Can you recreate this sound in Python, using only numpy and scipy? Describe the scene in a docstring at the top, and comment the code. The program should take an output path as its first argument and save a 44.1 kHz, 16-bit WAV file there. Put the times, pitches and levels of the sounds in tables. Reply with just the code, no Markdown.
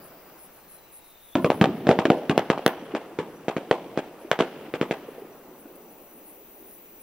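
"""Open land between echoing hills on a summer night: aerial shells burst far overhead.
Each bang is a short blast wave with a ground bounce, a slap from a wall close by, and land echoes shaped
from noise; dull thumps return from far slopes. Two narrow bands of noise whistle before the first bang.
Tooth strikes ringing in wings make katydids, pulsed noise a cricket, grainy treble noise an insect chorus.
Under it lie a long roll from the hills and a distant hush, heard by a small two-port microphone."""
import sys
import numpy as np
from scipy import signal
from scipy.fft import rfft, irfft, next_fast_len
from scipy.io import wavfile
from scipy.ndimage import uniform_filter1d

SR = 44100
rng = np.random.default_rng(int(sys.argv[2]) if len(sys.argv) > 2 else 0)


def to_linear_factor(level_db):
    """Convert decibel levels (scalar or array-like) to linear amplitude factors."""
    exponent = np.asarray(level_db, float) / 20
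    return 10 ** exponent


def log_audio(samples):
    """Write samples as a 16-bit WAV file to the path given in sys.argv[1]."""
    # one column per channel
    frames = np.atleast_2d(samples).T
    # limit to full scale, then quantise
    limited = np.clip(frames, -1, 1)
    pcm = np.round(limited * 32767).astype(np.int16)
    wavfile.write(sys.argv[1], SR, pcm)


N = 309870  # samples in the scene


def evened(x):
    """Scales to rms 1."""
    return x / np.sqrt(np.mean(x ** 2) + 1e-20)


def read(hz, points, column=1):
    """Reads a spectrum table on a log-frequency axis."""
    rows = np.array(points)
    return np.interp(np.log(hz + 1), np.log(rows[:, 0] + 1), rows[:, column])


def curve(rows):
    """Reads a time table at every sample."""
    times, values = np.transpose(rows)
    return np.interp(np.arange(N) / SR, times, values)


def add(mix, s, sound):
    """Mixes a sound in from second s."""
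    part = mix[max(round(s * SR), 0):][:len(sound)]
    part += sound[:len(part)]


def soften(x, ms):
    """Rounds sharp corners with one-pole smoothing."""
    r = np.exp(-1000 / (SR * max(ms, .005)))
    return signal.lfilter([1 - r], [1, -r], x)


def resonate(x, hz, width):
    """Rings like a struck body: a resonance of gain 1 that can follow a pitch curve."""
    turn = np.exp(2j * np.pi * np.cumsum(hz * np.ones(len(x))) / SR)
    r = np.exp(-np.pi * width / SR)
    # shift the pitch down to 0 Hz, smooth, and shift it back up
    return 2 * (turn * signal.lfilter([1 - r], [1, -r], x / turn)).real


def noise_pair(shape, same, count=N, size=1024):
    """Two noise channels with magnitude shape(Hz, s) and a given left-right likeness."""
    hop = size // 4
    frames = count // hop + 5
    hz = np.fft.rfftfreq(size, 1 / SR)
    a, b, c, d = rng.standard_normal((frames, len(hz), 4)).T
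    like = np.clip(read(hz, same), -1, 1)[:, None]
    left = a + 1j * b
    right = like * left + np.sqrt(1 - like ** 2) * (c + 1j * d)
    pair = np.array([left, right]) * shape(hz[:, None], np.arange(frames) * hop / SR)
    return signal.istft(pair, nperseg=size, noverlap=size - hop)[1][:, :count]


def patchy(spectrum, patchy_db):
    """A spectrum with drifting louder and softer patches."""
    field = rng.standard_normal((N // 256 + 5, 513)).T
    field = evened(uniform_filter1d(uniform_filter1d(field, 8, 0), 8, 1))
    return lambda hz, s: to_linear_factor(read(hz, spectrum) + patchy_db * field)


def causal(points, size=1024):
    """The shortest click that has a given spectrum (minimum phase)."""
    log_gain = np.log(to_linear_factor(read(abs(np.fft.fftfreq(size, 1 / SR)), points)))
    return np.fft.ifft(np.exp(np.conj(signal.hilbert(log_gain)))).real[:size // 2]


# colour of the hush: (frequency [Hz], relative level [dB])
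HUSH_COLOUR = [(15, -35), (25, -7.5), (223, -7.5), (575, -1), (1650, -9.5), (2690, -7), (3250, -12.5),
               (4030, -14.5), (5430, -18.5), (5880, -16.5), (7920, -16), (14800, -12.5), (16000, -11.5)]
# how alike left and right are: (frequency [Hz], likeness [0 to 1])
HUSH_LIKENESS = [(30, .3), (130, 0.41), (700, 0.44), (1500, 0.54), (3500, 0.2), (8000, 0.25), (15000, 0.89)]


def night():
    """A distant hush: shaped noise with small drifting patches."""
    return to_linear_factor(-56) * evened(noise_pair(patchy(HUSH_COLOUR, patchy_db=1.2), HUSH_LIKENESS))


# rise and fall of the insect hiss: (time [s], level [dB])
CHORUS_LEVEL = [(0.0, -54), (0.98, -58), (1.35, -56), (2.89, -69), (4.05, -63.5), (4.4, -64), (5.64, -56),
                (6.4, -52), (7.03, -51)]


def chorus():
    """Many far insects merge into a grainy high hiss: noise of uneven strength, ringing near 15 kHz."""
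    grain_db = 2.1 * np.minimum(rng.exponential(1, (N, 2)).T, 6)
    ticks = to_linear_factor(grain_db) * rng.standard_normal((N, 2)).T
    ticks[1] = 0.3 * ticks[0] + 0.85 * ticks[1]  # the sides share some ticks
    hiss = np.array([resonate(resonate(side, 14600, 1700), 15200, 1800) for side in ticks])
    return to_linear_factor(curve(CHORUS_LEVEL)) * evened(hiss)


def cricket():
    """A thin, slightly fuzzy tone pulsed about forty times a second, its level wandering a little."""
    t = np.arange(N) / SR
    beat_drift, level_drift_db = evened(uniform_filter1d(rng.standard_normal((N, 2)), 9000, 0)).T
    beat = np.sin(2 * np.pi * (40 * t + 0.72 * beat_drift))
    pulses = np.clip(beat + 1.1, .35, 1)
    tone = evened(resonate(resonate(rng.standard_normal(N), 5879, 50), 5879, 50))
    return to_linear_factor(-73 + level_drift_db) * pulses * tone


# katydid buzzes: (middle [s], length [s], level before fading in and out [dB])
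BUZZES = [(0.05, 0.11, -52.5), (.43, 0.14, -50.5), (.57, 0.13, -57), (.73, 0.14, -49.5), (.96, 0.12, -48),
          (1.08, 0.16, -57), (1.28, 0.27, -57), (1.45, 0.15, -53), (1.56, 0.13, -52), (1.78, 0.17, -61),
          (2.17, 0.15, -60), (2.85, .09, -63), (4.22, .09, -59), (4.93, 0.079, -61), (5.1, .12, -61),
          (5.61, .11, -57), (5.76, 0.036, -55), (5.92, 0.068, -57.5), (6.16, 0.16, -56.5),
          (6.29, 0.14, -50.5), (6.58, 0.24, -59), (6.72, 0.23, -53.5), (7.02, 0.076, -52)]
# ringing of the wing: (frequency [Hz], width [Hz], relative level [dB])
WING = [(9500, 1000, -6), (10500, 1500, 0), (11400, 1200, -2), (12400, 1000, -11)]


def katydid():
    """File teeth strike the wing at a steady rate during each buzz, and the wing rings."""
    out = np.zeros(N)
    for (middle, length, db), (a, b) in zip(BUZZES, rng.standard_normal((len(BUZZES), 2))):
        n = int(length * SR)
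        teeth_per_s = 374 * (1 + 0.0027 * a)
        teeth = np.diff(np.floor(np.arange(n + 1) * teeth_per_s / SR))
        teeth = teeth * (1 + .4 * rng.standard_normal(n)) + .035 * rng.standard_normal(n)  # uneven, scratchy
        pitch = 1 + 0.014 * b
        wing = sum(to_linear_factor(level) * resonate(resonate(teeth, hz * pitch, width), hz * pitch, width)
                   for hz, width, level in WING)
        add(out, middle - n / SR / 2, to_linear_factor(db) * evened(wing) * signal.windows.tukey(n, .9))
    return out


def far_katydids():
    """Fainter neighbours buzz at random, each on its own tooth rate."""
    out, t = np.zeros(N), np.arange(N) / SR
    chances = rng.standard_normal((N, 3)).T
    for teeth_per_s, hz, chance in zip((366, 381, 392), (10700, 11200, 11700), chances):
        mood = evened(uniform_filter1d(uniform_filter1d(chance, 2200), 2200))
        singing = np.clip(mood - .7, 0, 1)
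        teeth = np.diff(np.floor(t * teeth_per_s), prepend=0)
        out += singing * evened(resonate(resonate(teeth, hz, 900), hz, 1300))
    return to_linear_factor(-65) * out


# the bursts, heard in roll() and bangs():
# (time [s], strength [dB], blast length [ms], relative crack level [dB], ground bounce delay [ms])
BANGS = [(1.3536, -8, 3.05, -26.5, 2.86), (1.4453, -1.5, 1.75, -30, 1.43), (1.5024, 0, 0.96, -29, 0.23),
         (1.6128, -1, 2.52, -21, 0.96), (1.6413, 4, 0.73, -23, 0.39), (1.8693, -5.1, 1.75, -30.5, 1.2),
         (1.8904, 5.5, 1.45, -25, 1.09), (1.9127, -2, 1.36, -28.5, 1.34), (1.989, 1, 1.06, -30, 0.87),
         (2.0537, -3, 1.6, -23.5, 2.9), (2.1021, 5, 1.3, -25, 0.9), (2.296, -8.5, 2.68, -24.5, 0.65),
         (2.378, 4.5, 0.8, -20.5, 0.34), (2.5013, 5, 0.91, -24, 0.65), (2.577, -9, 0.68, -48, 0.24),
         (2.663, 7, 0.83, -16.5, 0.57), (2.95, -9.5, 1.32, -33.5, 3.36), (3.1879, -11.5, 2, -36, 2.23),
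         (3.4823, -6, 1.08, -34, 0.38), (3.5658, -9.5, 1.5, -36, 0.7), (3.7117, 2.45, 1.115, -22.5, 2.14),
         (3.975, -9.5, 1.47, -33.5, 0.21), (4.3148, 2, 0.8, -19.5, 1.78), (4.3902, -13, 1.48, -30, 0.23),
         (4.403, -1.1, 0.88, -32, 1.9), (4.4071, -7, 1.6, -24, 0.45), (4.7388, -12.5, 1.59, -37, 2.27),
         (4.8129, -9.5, 1.86, -29.5, 0.23), (4.9104, -9.5, 1.37, -32, 0.29)]
# basic colour of the far roll: (frequency [Hz], relative level [dB])
ROLL_COLOUR = [(29, -91.5), (50, -17), (92, -24), (280, -6), (390, -4.5), (842, -13.5), (1310, -20.5),
               (1820, -28), (4000, -45), (5200, -38.5), (8800, -120)]
# how alike left and right are, in roll() and land(): (frequency [Hz], likeness [0 to 1])
ECHO_LIKENESS = [(60, 1), (500, 0.99), (1500, 0.94), (4000, 0.26), (10000, 0.13)]
ROLL_DB, ROLL_DB_PER_BURST_DB, ROLL_SWELL_S = -55, 0.28, 0.17
# time to fall 60 dB at 350 Hz, its doublings per octave, and extra level per octave
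ROLL_T60_S, ROLL_T60_SLOPE, ROLL_TILT_DB = 12.54, -0.54, 3.5
BOOM_DB, BOOM_T60_S = 12.5, 5  # extra bass under 180 Hz and its own decay
# an earlier salvo still rolls: level, change per second, tilt per octave, extra bass
EARLIER_DB, EARLIER_DB_PER_S, EARLIER_TILT_DB, EARLIER_BOOM_DB = -53, -11.5, 4.5, 11


def roll():
    """Every burst sets the hills rolling: echoes swell, merge and die, the treble sooner than the middle."""
    field = patchy(ROLL_COLOUR, patchy_db=2.0)

    def shape(hz, s):
        octaves, deep = np.log2((hz + 50) / 400), hz < 180
        t60 = np.where(deep, BOOM_T60_S, ROLL_T60_S * 2 ** (ROLL_T60_SLOPE * octaves))
        earlier_db = EARLIER_DB + EARLIER_DB_PER_S * s + EARLIER_TILT_DB * octaves + EARLIER_BOOM_DB * deep
        power = to_linear_factor(earlier_db) ** 2
        for start, db, length, *_ in BANGS:
            age = np.maximum(s - start, 0)
            fresh_db = ROLL_DB + ROLL_DB_PER_BURST_DB * db + ROLL_TILT_DB * octaves + BOOM_DB * deep
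            swell = 1 - np.exp(-age / ROLL_SWELL_S)
            power = power + length * swell * to_linear_factor(fresh_db - 60 * age / t60) ** 2
        return field(hz, s) * np.sqrt(power)

    # a steady stretch of the basic colour sets the scale
    still = noise_pair(lambda hz, s: to_linear_factor(read(hz, ROLL_COLOUR)), ECHO_LIKENESS, count=SR)
    return noise_pair(shape, ECHO_LIKENESS) / np.sqrt(np.mean(still ** 2))


# two climbing shells: (start [s], end [s], start pitch [Hz], sink [Hz per s], level nearing the end [dB])
WHISTLES = [(.5, 1.36, 4320, 1030, -64.5), (.95, 1.36, 4190, 1230, -68)]


def whistle(start, end, start_hz, sink_hz, end_db):
    """A thin, breathy tone (noise in a narrow resonance) that sinks and swells as the shell climbs."""
    t = np.arange(N) / SR
    sputter_db = 3.2 * evened(uniform_filter1d(rng.standard_normal(N), 700))
    waver_hz = 22 * evened(uniform_filter1d(rng.standard_normal(N), 2500))
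    hz = start_hz - sink_hz * np.clip(t - start, 0, end - start) + waver_hz
    air = resonate(resonate(rng.standard_normal(N), hz, 130), hz, 180)
    level_db = end_db - 15 * np.abs(end - t) + sputter_db  # swells 15 dB per second
    fade_in = np.clip((t - start) / 0.071, 0, 1)
    return to_linear_factor(level_db) * evened(air) * fade_in * (t < end)


# colour of the crack: (frequency [Hz], relative level [dB])
CRACK_COLOUR = [(300, -53.5), (800, 4), (1500, 6), (3000, 2.5), (4500, -9.5), (7000, -15), (11000, -30.5),
                (16000, -53)]
MIDDLE_CRACK_DB = -25  # sharpness is counted from here
# high bursts (late bounce) slap the wall less, and the sharpest cracks lose most on it
WALL_DB, WALL_DB_PER_MS, WALL_DB_PER_CRACK_DB = -7, -2.5, -0.21
# a front that stays steep snaps: the sharper the crack and the shorter the bounce, the brighter
SNAP_DB, SNAP_DB_PER_CRACK_DB, SNAP_DB_PER_MS = -30, 3.3, -2


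def bangs():
    """Blast waves jump up, slide to suction and jump back; returns the sound at ports, wall and land."""
    direct, toward_wall, *snaps = np.zeros((4, N))
    toward_land = np.zeros((5, N))  # bursts in other parts of the sky stir other echoes
    ms = np.arange(800) / SR * 1000
    click = causal(CRACK_COLOUR)
    click = click / np.linalg.norm(click)
    turbulence = rng.standard_normal((len(BANGS), 1200))
    for k, ((s, db, length, crack_db, bounce), gusts) in enumerate(zip(BANGS, turbulence)):
        wave = np.where(ms < length, 1 - 2 * ms / length, 0)
        wave = to_linear_factor(db) * soften(soften(wave, .14), .14)  # distance rounds the corners
        bounced = wave + .7 * np.interp(ms - bounce, ms, wave, left=0)

        # turbulent air frays the front into a crack
        frayed = gusts[:800] * np.exp(-ms / (.7 + .45 * length))
        frayed[0] += 6
        crack = to_linear_factor(crack_db + 25.5) * np.convolve(frayed / np.linalg.norm(frayed), click)[:800]

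        sharp_db = crack_db - MIDDLE_CRACK_DB
        wall_db = WALL_DB + WALL_DB_PER_MS * bounce + WALL_DB_PER_CRACK_DB * sharp_db
        snap_db = SNAP_DB + SNAP_DB_PER_CRACK_DB * sharp_db + SNAP_DB_PER_MS * bounce
        snap = to_linear_factor(snap_db) * soften(gusts[800:].reshape(2, 200), .035) * np.exp(-ms[:200] / .7)

        add(direct, s, bounced)
        add(direct, s + .0003, crack)
        for port, grit in zip(snaps, snap):  # the snap frays differently at each port
            add(port, s + .0005, grit)
            add(port, s + .0157, to_linear_factor(wall_db + 1) * grit[:30])  # its glint off the wall
        add(toward_wall, s, to_linear_factor(wall_db) * (bounced + 3 * crack))

        echoes = toward_land[k % len(toward_land)]
        add(echoes, s, 0.69 * length ** 1.44 * wave)  # big slow blasts fill the land more
        add(echoes, s, to_linear_factor(0.43 * crack_db + 12.5) * click)
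        add(echoes, s, to_linear_factor(snap_db - 4) * np.array([1, .3]))
    return direct + np.array(snaps), toward_wall, toward_land


def wall(x):
    """The slap comes back inverted between two weaker edge waves, with a small sharp glint."""
    ms = np.arange(1000) / SR * 1000 - 16.1  # time around the middle of the slap
    taps = -to_linear_factor(-28) * np.cos(2 * np.pi * .62 * ms) * np.exp(-(ms / .9) ** 2)
    add(taps, .0156, -to_linear_factor(np.array([-11])))  # the glint
    return signal.oaconvolve(x, taps)[:N]


# scatter from near trees, roofs and ground, then from far land; t60 is the time to fall 60 dB:
# (frequency [Hz], quick relative level [dB], quick t60 [s], slow relative level [dB], slow t60 [s])
LAND_ECHO = [(77.4, -32.5, 0.9, -19, 1.4), (200, -31, 1, -29.5, 0.85), (417, -2, 0.13, -17.5, 1.4),
             (930, -2, 0.23, -26, 1.46), (2310, -3, 0.15, -22.5, 1.4), (5900, -3, 0.1, -20, 0.85),
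             (14400, 1, 0.26, -47, .4)]
SLOPE_S, SLOPE_SPREAD_S, SLOPE_GAIN = .275, .05, 0.73  # a facing slope swells the echo for a moment


def land(x):
    """A quick scatter from near things over a slow roll from far ones, lumpy in time."""
    lumps = evened(uniform_filter1d(rng.standard_normal(2 * SR // 64 + 5), 4))

    def shape(hz, s):
        near = to_linear_factor(read(hz, LAND_ECHO) - 60 * s / read(hz, LAND_ECHO, column=2))
        far = to_linear_factor(read(hz, LAND_ECHO, column=3) - 60 * s / read(hz, LAND_ECHO, column=4))
        far = far * (1 + SLOPE_GAIN * np.exp(-((s - SLOPE_S) / SLOPE_SPREAD_S) ** 2))
        return np.hypot(near, far) * to_linear_factor(2.5 * lumps - 47.5)

    tail = noise_pair(shape, ECHO_LIKENESS, count=2 * SR, size=256)
    tail *= np.clip(np.arange(2 * SR) / (.005 * SR), 0, 1)  # 5 ms fade-in
    return signal.fftconvolve(x[None], tail, axes=1)[:, :N]


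# dull returns from far slopes: (time [s], peak of the swell [dB], pitch [Hz])
THUMPS = [(2.081, -17.5, 302), (2.512, -29, 550), (2.822, -30.5, 266), (2.938, -21, 347), (3.356, -40, 270),
          (3.457, -50, 270), (4.248, -32.5, 340), (4.681, -32.5, 322), (5.086, -29.5, 424),
          (5.18, -32.5, 464), (5.22, -34.5, 404), (5.25, -39, 303), (5.654, -37.5, 306)]


def thumps():
    """Each far return is a few soft low cycles that swell for 3 ms and die away."""
    out, ms = np.zeros(N), np.arange(1300) / SR * 1000
    swell = ms / 3 * np.exp(1 - ms / 3)
    for s, db, hz in THUMPS:
        add(out, s, -to_linear_factor(db) * np.sin(2 * np.pi * hz * ms / 1000) * swell)
    return out


def scene():
    """All sources as they reach the two ports."""
    insects = katydid() + far_katydids() + cricket()
    whistles = sum(whistle(*row) for row in WHISTLES)
    direct, toward_wall, toward_land = bangs()
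    near = direct + wall(toward_wall) + thumps() + whistles + insects
    return near + sum(map(land, toward_land)) + roll() + night() + chorus()


def low_pass(x):
    """Removes everything above the highest recorded frequency."""
    return signal.sosfilt(signal.butter(12, 16780, fs=SR, output="sos"), x)


# phase between the ports: (frequency [Hz], left ahead of right [radians])
PORT_TURN = [(0, 0), (1500, -.1), (3300, -.3), (5200, -.6), (6800, -2.8), (10000, -4.3), (13700, -3.7),
             (16400, -5)]
# loudness between the ports: (frequency [Hz], left minus right [dB])
PORT_TILT = [(60, .2), (1500, .1), (3000, .6), (5500, 1.5), (9000, 2.3), (15000, 2.3)]
# rumble of the two capsules: (frequency [Hz], relative level [dB])
SELF_NOISE = [(20, -73.5), (40, -76.5), (80, -78), (200, -105), (500, -130)]


def record(dry):
    """Ports shift and tilt the treble, capsules cut the bass with a bump and rumble, full scale clips."""
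    size = next_fast_len(N)
    hz = np.fft.rfftfreq(size, 1 / SR)
    turn = np.interp(hz, *np.transpose(PORT_TURN))
    ports = [to_linear_factor(side * read(hz, PORT_TILT) / 2) * np.exp(1j * (side - 1) * turn / 2)
             for side in (1, -1)]  # left, right
    capsule_hz, bump = 150, 1.2
    w = 1j * hz / capsule_hz
    capsule = w ** 2 / (1 + w / bump + w ** 2)
    capsule *= to_linear_factor(-38 * np.clip((hz - 15900) / 300 + .5, 0, 1))  # the top drops away around 15.9 kHz
    out = irfft(rfft(dry, size) * ports * capsule, size)[:, :N]
    rumble_likeness = [(20, 0.17), (500, 0.45)]  # (frequency [Hz], likeness [0 to 1])
    out += noise_pair(lambda hz, s: to_linear_factor(read(hz, SELF_NOISE)), rumble_likeness, size=4096)
    return low_pass(np.clip(out, -1, 1))


dry = scene()
out = record(dry)
log_audio(out)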